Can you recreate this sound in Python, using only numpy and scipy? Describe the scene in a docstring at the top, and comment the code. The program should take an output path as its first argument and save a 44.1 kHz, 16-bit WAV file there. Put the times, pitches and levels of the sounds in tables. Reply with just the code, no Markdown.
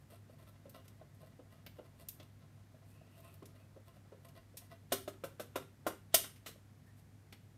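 """Cheese rasps in short strokes over a steel grater, with soft bumps, light ticks and thin squeaks; hard
knocks then clash its loose sheet metal, and fingers rub it at the end, in a small, faintly humming kitchen.
Rubbing is a stream of tiny random slips that fizz and drive ringing walls; knocks and bumps are damped
swings with bursts of coloured noise for the steel; squeaks are wavering sines. Noise reflections make
the room, shaped noise its air, and unsteady tones its hum."""
import sys
import numpy as np
from scipy import signal
from scipy.fft import rfft, irfft, next_fast_len
from scipy.io import wavfile

SR = 44100
rng = np.random.default_rng(int(sys.argv[2]) if len(sys.argv) > 2 else 0)


def wav_record(signal):
    """Record a signal, one row per channel, as 16-bit PCM in the file named by sys.argv[1]."""
    frames = np.transpose(np.atleast_2d(signal))
    bounded = np.clip(frames, -1, 1)
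    # unit amplitude maps onto the largest positive 16-bit level
    quanta = np.round(bounded * 32767).astype(np.int16)
    wavfile.write(sys.argv[1], SR, quanta)


N = 333837  # length in samples
RING_T = np.arange(SR // 3) / SR  # time axis of every metal sound, in seconds

# Colour of the still room. Each row: frequency in Hz, relative level in dB.
AIR_COLOUR = [(22, -57), (31, -28), (45, -16), (62, -10.5), (85, -11), (135, -8.5), (260, -17.5),
              (400, -24), (550, -27), (700, -27), (1020, -32), (1900, -32.5), (2760, -38.5), (14000, -44.5),
              (16000, -56)]
AIR_DB = -64
# The low hum. Each row: frequency in Hz, level in dB, share of wavering.
HUM_TONES = [(100.3, -63, 0.17), (145, -70, 0.94), (207, -79, 0.92), (249.7, -77.5, 0.46)]
# The kitchen's decay. Each row: frequency in Hz, time to fall 60 dB in seconds.
KITCHEN_DECAY = [(150, 0.56), (600, 0.19), (2000, 0.33), (5000, 0.3), (10000, 0.31), (15000, 0.25)]
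TURN_S = 0.33  # time after which a new set of reflections starts to fade in

# Ringing of the grater's walls. Each row: frequency in Hz, relative level in dB,
# time to fall 60 dB in seconds.
WALL_MODES = [(274, -14, 0.22), (392.8, -7.5, 0.27), (465, -7.5, .08), (541.5, -10.5, 0.099),
              (670.3, 4, 0.085), (1056, -5, .1), (1082, -4, 0.039), (1246, -7, 0.046), (1340, -8.5, .1),
              (1498, -15.5, 0.1), (2000, -6, 0.025), (2410, -11.5, 0.029), (2770, -16.5, .06),
              (2873, -10.5, 0.097)]
# High ringing of the thin perforated sheet. Each row: frequency in Hz, relative level in dB.
SHEET_MODES = [(2810, -7), (3290, -5), (3740, -6), (5694, -5), (6660, -4), (6884, -5), (8312, -2),
               (8540, 1), (9066, -4), (9330, -3), (10349, -4), (11383, -2), (12220, -1), (12430, 1),
               (12604, 0)]
SHEET_T60_S, SHEET_DB = 0.08, -11  # decay; level relative to the sizzle

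# Colours of the metal and the rubbing. Each row of these seven: frequency in Hz, relative level in dB.
# The shudder of the bending panel:
PANEL_COLOUR = [(80, -33.5), (190, -12), (260, -4.5), (350, -1), (620, 1.5), (740, -7.5), (860, -14.5),
                (1300, -18), (2500, -45), (6000, -60.5)]
# The clank of the steel:
CLANK_COLOUR = [(80, -35.5), (170, -5.5), (260, 2), (400, 5), (850, 1), (1300, 8), (1750, 1.5), (2050, 1),
                (2450, 1), (3600, 3.5), (5000, -10), (8000, -9), (16000, -39)]
# The lighter clank of a tick:
TINK_COLOUR = [(200, 4), (700, -5.5), (1500, -9.5), (2000, -4), (2700, -3), (3400, -6), (5000, -10.5),
               (8000, -25), (16000, -52)]
# The bright sizzle of the steel:
SIZZLE_COLOUR = [(800, -36.5), (2300, -8), (2900, -6), (3600, -1), (4300, -2), (5500, 0), (7700, -3.5),
                 (8500, 1.5), (9800, -2), (12300, 2), (14500, -1), (16000, -18)]
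# The tiny teeth, ringing near the top of hearing:
TINES_COLOUR = [(5000, -28), (10000, -8.5), (12000, 1), (13000, -1), (14300, 5), (16000, -18)]
# The scrape of rubbing:
RASP_COLOUR = [(200, -22.5), (550, 6.5), (850, -16.5), (1200, 1.5), (2000, -10.5), (3200, -2), (5000, -8.5),
               (10000, -29)]
# The fizz of the cutting edges:
FIZZ_COLOUR = [(1500, -14.5), (4000, -5), (7000, -8), (8600, 0), (10500, -5), (13000, 0), (16000, -20)]

# Light metal ticks as the grater shifts in the hand. Each row: start in seconds, sizzle in dB,
# clank in dB, ring of the teeth in dB, time to fall 60 dB in seconds.
TICK_EVENTS = [(0.488, -80, -90, -72, 0.049), (0.694, -63.5, -77, -63, 0.051),
               (0.8789, -64, -63, -83, .045), (1.663, -74, -51.5, -58.5, 0.056),
               (2.0858, -48, -79, -46, 0.038), (2.198, -71, -57.5, -90, 0.068),
               (2.229, -69.5, -68, -88, 0.02), (3.203, -74, -84, -70, .036), (3.3397, -72, -83, -67, .035),
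               (3.4263, -77, -66.5, -85, 0.032), (3.455, -61, -69, -86, 0.052),
               (4.2852, -67, -68, -89, 0.049), (4.57, -49.5, -62, -81, .075),
               (6.3589, -70, -64, -80, 0.093), (7.3245, -63, -53, -86, 0.071)]
# Soft bumps as the cheese lands on the grater or the grater settles in the hand.
# Each row: start in seconds, thud in dB, thud pitch in Hz.
BUMP_EVENTS = [(0.12, -63, 490), (0.296, -59.5, 485), (0.655, -53.5, 557), (1.013, -55, 603),
               (1.23, -56.5, 620), (1.392, -54, 484), (1.787, -51, 512), (2.198, -59.5, 647),
               (2.743, -62, 590), (3.012, -61.5, 664), (3.423, -52.5, 410), (3.763, -57, 530),
               (3.967, -64, 685), (4.121, -52.5, 528), (4.541, -62.5, 530), (5.904, -57.5, 460),
               (6.489, -59, 450), (6.558, -63, 562)]
BUMP_CLANK_DB = -21.5  # relative to the thud
REBOUND_S, REBOUND_DB = 0.023, -14  # delay of the weaker second bump; level relative to the first
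# Hard knocks on the grater. Each row: start in seconds, sizzle in dB, thud pitch in Hz, thud in dB,
# clank in dB, clash decay over 60 dB in seconds, clank tilt in dB per octave,
# shudder in dB relative to the panel's swing.
KNOCK_EVENTS = [(4.9209, -36, 663, -32, -38, 0.063, 1.5, 1), (5.077, -57, 623, -40.5, -51, 0.065, -1.5, -3),
                (5.2377, -55, 536, -41.5, -46.5, 0.082, -4.5, -12.5),
                (5.396, -53, 510, -42.5, -47, 0.082, -4, 19),
                (5.5568, -48.5, 593, -38, -39.5, 0.058, -4, 6),
                (5.8656, -45.5, 605, -33, -36.5, 0.07, -7, -5),
                (6.1423, -21.5, 632, -29.5, -32.5, 0.041, 3.5, -13),
                (6.238, -60, 412, -63, -50, 0.1, 0.5, -5), (6.4599, -54.5, 520, -55, -49.5, 0.12, 2, 31)]
CONTACT_HZ = 600  # above this the hardness of a knock tilts its clank

# Squeaks as cheese and fingers drag on the steel. Each row: start in seconds, length in seconds,
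# pitch at full pressure in Hz, level at full pressure in dB.
SQUEAK_EVENTS = [(2.865, 0.27, 2630, -80.5), (3.1, 0.11, 2740, -78), (3.207, 0.16, 2580, -73),
                 (3.557, .12, 2610, -81), (6.861, 0.072, 1825, -73)]
SQUEAK_ARCH = 0.029  # share by which the pitch sags when the pressure is low
# The cheese, and at the end the fingers, sliding over the teeth. Each row: start in seconds,
# length in seconds, drive of the walls' rasp in dB, fizz of the cutting edges in dB.
STROKE_EVENTS = [(0.0, 0.045, -69.5, -72), (0.082, 0.089, -66, -69.5), (0.288, 0.074, -66, -73),
                 (0.375, 0.074, -61, -68.5), (0.464, 0.08, -68.5, -76), (0.731, 0.081, -61, -73),
                 (0.834, 0.089, -71, -76), (1.08, 0.12, -88, -76), (1.193, 0.1, -59.5, -66.5),
                 (1.473, 0.13, -71.5, -78), (1.68, 0.37, -77, -84), (1.98, 0.065, -61.5, -64.5),
                 (2.162, 0.12, -62.5, -89), (2.847, 0.13, -89, -73), (3.083, 0.32, -69, -72.5),
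                 (3.534, 0.14, -67.5, -77), (3.847, 0.051, -72, -77), (3.93, 0.077, -67.5, -76.5),
                 (4.19, 0.11, -70.5, -75), (4.34, 0.06, -63.5, -75.5), (4.608, 0.074, -60, -67),
                 (4.691, 0.084, -65.5, -78), (6.857, .06, -72, -68.5), (6.956, .08, -85, -78.5)]
BITE_SHARE, RELEASE_SHARE = 0.27, 0.42  # parts of a stroke in which the pressure builds and lets go
# Between strokes the cheese still drags lightly on the steel: end, fade before it, drive.
DRAG_END_S, DRAG_FADE_S, DRAG_DB = 4.5, 0.065, -80.5

LOW_CUT_HZ, EDGE_HZ = 24, 15800  # the microphone's low cut and the upper band limit


def amp(db):
    """Decibels to gain."""
    return 10 ** (np.asarray(db) / 20)


def unit(x):
    """Scales to rms 1."""
    return x / np.sqrt(np.mean(x ** 2) + 1e-20)


def struck(x):
    """Scales a blow to rms 1 over its first hundredth of a second."""
    return x / np.sqrt(np.mean(x[:441] ** 2) + 1e-20)


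def fading(t, t60):
    """Exponential decay that falls 60 dB in t60 seconds."""
    return np.exp(-np.log(1000) * t / t60)


def read(points, hz):
    """Reads a table along a log-frequency axis."""
    f, value = np.transpose(points)
    return np.interp(np.log(hz + 1), np.log(f + 1), value)


def add(mix, s, sound):
    """Mixes a sound in at time s."""
    part = mix[max(round(s * SR), 0):][:len(sound)]
    part += sound[:len(part)]


def colour(x, points, size=4096):
    """Causal, minimum-phase filter with the given spectrum."""
    log_gain = np.log(amp(read(points, abs(np.fft.fftfreq(size, 1 / SR)))))
    taps = np.fft.ifft(np.exp(np.conj(signal.hilbert(log_gain)))).real
    return signal.fftconvolve(x, taps[:size // 2])[:len(x)]


def drift(rate):
    """Smooth random wander of rms 1, changing up to about rate times a second."""
    size = next_fast_len(N)
    hz = np.fft.rfftfreq(size, 1 / SR)
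    spectrum = rfft(rng.standard_normal(size)) * np.exp(-(hz / rate) ** 2)
    return unit(irfft(spectrum, size)[:N])


def background():
    """Still air is shaped noise; each hum tone wavers in level and phase."""
    t = np.arange(N) / SR
    air_gain = amp(read(AIR_COLOUR, np.fft.rfftfreq(N, 1 / SR)))
    air = irfft(rfft(rng.standard_normal(N)) * air_gain, N)
    out = amp(AIR_DB) * unit(air)
    for hz, db, waver in HUM_TONES:
        sway = 1 + waver * (drift(rate=17) + 1j * drift(rate=6.0))
        out += amp(db) * unit((sway * np.exp(2j * np.pi * hz * t)).real)
    return out


def kitchen(x, wet_db, build, count=5):
    """Dense reflections off tiles and worktop, each band dying at its own speed; every so often a new set fades
    in as the old one fades out."""
    t = np.arange(SR // 2) / SR
    out = x.copy()
    for k in range(count):
        taps = rng.standard_normal(len(t)) * (1 - np.exp(-(t / build) ** 2))
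        hz, at, bands = signal.stft(taps, SR, nperseg=256)
        bands = bands * fading(at, read(KITCHEN_DECAY, hz)[:, None])
        tail = signal.istft(bands, SR, nperseg=256)[1]
        # the sets of reflections take turns, each fading in as the one before fades out
        turn = (np.arange(N) / SR / TURN_S - k) % count
        share = np.sin(np.pi / 2 * np.minimum(turn, 2))
        out += amp(wet_db) * signal.oaconvolve(x * share, tail / np.linalg.norm(tail))[:N]
    return out


def walls(spread_db):
    """The walls ring as decaying sines; each place of contact weights the modes differently."""
    hz, db, t60 = np.transpose(WALL_MODES)[:, :, None]
    weight = amp(db + spread_db * rng.standard_normal(hz.shape))
    modes = weight * fading(RING_T, t60) * np.sin(2 * np.pi * hz * RING_T)
    return modes.sum(0)


def sheet(spread_db):
    """The perforated sheet's own high notes decay together; each contact weights them differently."""
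    hz, db = np.transpose(SHEET_MODES)[:, :, None]
    weight = amp(db + spread_db * rng.standard_normal(hz.shape))
    phase = rng.random(hz.shape)
    notes = (weight * np.sin(2 * np.pi * (hz * RING_T + phase))).sum(0)
    return struck(notes * fading(RING_T, SHEET_T60_S))


def clash(points, t60, rise):
    """Crowded modes of thin steel, as coloured noise quickly damped by the hand."""
    envelope = fading(RING_T, t60) * (1 - np.exp(-RING_T / rise))
    return struck(colour(rng.standard_normal(len(RING_T)) * envelope, points))


def thud(hz, swell, ring_db, rough_db):
    """The hand-damped panel swings a few cycles, shudders, and leaves the walls ringing."""
    u = RING_T / swell
    swing = struck(u * np.exp(-u) * np.sin(2 * np.pi * hz * RING_T))
    shudder = amp(rough_db) * clash(PANEL_COLOUR, t60=0.066, rise=0.0013)
    ringing = amp(ring_db) * struck(walls(spread_db=4.0))
    return struck(swing + shudder + ringing)


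def rattle(points, fade, count=4):
    """The loose grater chatters a few times after a knock, ever more weakly."""
    out = np.zeros(len(RING_T))
    for chance in rng.random(count):
        delay = 0.015 + 0.056 * chance
        add(out, delay, np.exp(-delay / fade) * clash(points, t60=0.038, rise=0.0008))
    return out


def ticks():
    """Light contacts excite the sizzle, the sheet, a thin clank and the teeth, without a thud."""
    out = np.zeros(N)
    for s, sizzle_db, clank_db, tines_db, t60 in TICK_EVENTS:
        add(out, s, amp(sizzle_db) * clash(SIZZLE_COLOUR, t60, rise=0.0018))
        add(out, s, amp(sizzle_db + SHEET_DB) * sheet(spread_db=1.5))
        add(out, s, amp(clank_db) * clash(TINK_COLOUR, t60, rise=0.0013))
        add(out, s, amp(tines_db) * clash(TINES_COLOUR, t60, rise=0.00082))
    return out


def bumps():
    """Something soft meets the grater, thuds and rebounds once."""
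    out = np.zeros(N)
    for s, thud_db, hz in BUMP_EVENTS:
        first = thud(hz, swell=0.003, ring_db=-12.5, rough_db=-1.5)
        rebound = thud(hz, swell=0.0047, ring_db=-15.5, rough_db=-1.0)
        add(out, s, amp(thud_db) * first)
        add(out, s + REBOUND_S, amp(thud_db + REBOUND_DB) * rebound)
        add(out, s, amp(thud_db + BUMP_CLANK_DB) * clash(CLANK_COLOUR, t60=0.089, rise=0.0019))
    return out


def knocks(brush_db=-20, brush_s=0.0086, rattle_db=-13):
    """The hand brushes the steel, then the knock bends the panel and makes the sheets clash."""
    out = np.zeros(N)
    lead = np.arange(SR // 30) / SR
    swell_in = np.exp(-lead[::-1] / brush_s)  # the brush grows towards the knock
    for s, sizzle_db, hz, thud_db, clank_db, t60, tilt, shudder_db in KNOCK_EVENTS:
        # a softer contact is duller
        steel = [(f, db + tilt * np.log2(max(f, CONTACT_HZ) / CONTACT_HZ)) for f, db in CLANK_COLOUR]
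        brush = unit(colour(rng.standard_normal(len(lead)), steel)) * swell_in
        add(out, s - lead[-1], amp(clank_db + brush_db) * brush)
        add(out, s, amp(thud_db) * thud(hz, swell=0.0029, ring_db=-4.0, rough_db=shudder_db))
        add(out, s, amp(clank_db) * clash(steel, t60, rise=0.0018))
        add(out, s, amp(clank_db + rattle_db) * rattle(steel, fade=0.058))
        add(out, s, amp(sizzle_db) * clash(SIZZLE_COLOUR, t60, rise=0.013))
        add(out, s, amp(sizzle_db + SHEET_DB) * sheet(spread_db=0.5))
    return out


def pressure(t, start, length):
    """The hand presses in, holds and lets go: 0 to 1."""
    u = (t - start) / length
    return np.clip(np.minimum(u / BITE_SHARE, (1 - u) / RELEASE_SHARE), 0, 1)


def squeaks(wander):
    """Sticking and slipping makes a thin, rough note that rises a little with the pressure."""
    t, out = np.arange(N) / SR, np.zeros(N)
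    jitter = 1 + wander * drift(rate=364)
    for start, length, hz, db in SQUEAK_EVENTS:
        press = pressure(t, start, length)
        pitch = hz * (1 - SQUEAK_ARCH * (1 - press)) * jitter
        turns = np.cumsum(pitch) / SR
        out += amp(db) * press * unit(np.sin(2 * np.pi * turns))
    return out


def teeth(per_s, size_db, clump_db):
    """Tiny slips of uneven size, swelling in clumps as rows of teeth bite."""
    slips = (rng.random(N) < per_s / SR) * rng.choice([-1, 1], N)
    size = size_db * np.minimum(rng.exponential(1, N), 4)
    return slips * amp(size + clump_db * drift(rate=21))


def grating(travel_db=2.0, scrape_db=-4.5, ring_db=-7):
    """Slips on the teeth fizz at the edges and set the walls ringing, as hard as the hand presses."""
    t = np.arange(N) / SR
    rasp = amp(DRAG_DB) * np.clip((DRAG_END_S - t) / DRAG_FADE_S, 0, 1)
    fizz = np.zeros(N)
    for start, length, rasp_db, fizz_db in STROKE_EVENTS:
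        press = pressure(t, start, length)
        rasp = np.hypot(rasp, amp(rasp_db) * press)
        fizz += amp(fizz_db) * press
    slips = unit(teeth(per_s=800, size_db=2.0, clump_db=5.5))
    ringing = np.zeros(N)
    for hz, db, t60 in WALL_MODES:  # the moving cheese drives now one mode, now another
        mode = fading(RING_T, t60) * np.sin(2 * np.pi * hz * RING_T)
        drive = rasp * slips * amp(db + travel_db * drift(rate=33))
        ringing += signal.oaconvolve(drive, mode / np.linalg.norm(mode))[:N]
    scrape = rasp * unit(colour(slips, RASP_COLOUR))
    edges = fizz * unit(colour(slips, FIZZ_COLOUR))
    return amp(scrape_db) * scrape + amp(ring_db) * ringing + edges


def scene():
    """All contacts sound in the same small room, over its air and hum."""
    grater = ticks() + bumps() + knocks() + squeaks(wander=0.0495) + grating()
    return (kitchen(grater, wet_db=-7.5, build=0.0008) + background())[None]


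def record(dry):
    """The microphone's low cut, then a steep upper band limit."""
    low_cut = signal.butter(2, LOW_CUT_HZ, "highpass", fs=SR, output="sos")
    thin = signal.sosfilt(low_cut, dry)
    band_limit = signal.firwin(255, EDGE_HZ, window=("kaiser", 8), fs=SR)
    return signal.oaconvolve(thin, band_limit[None], "same")


dry = scene()
out = record(dry)
wav_record(out)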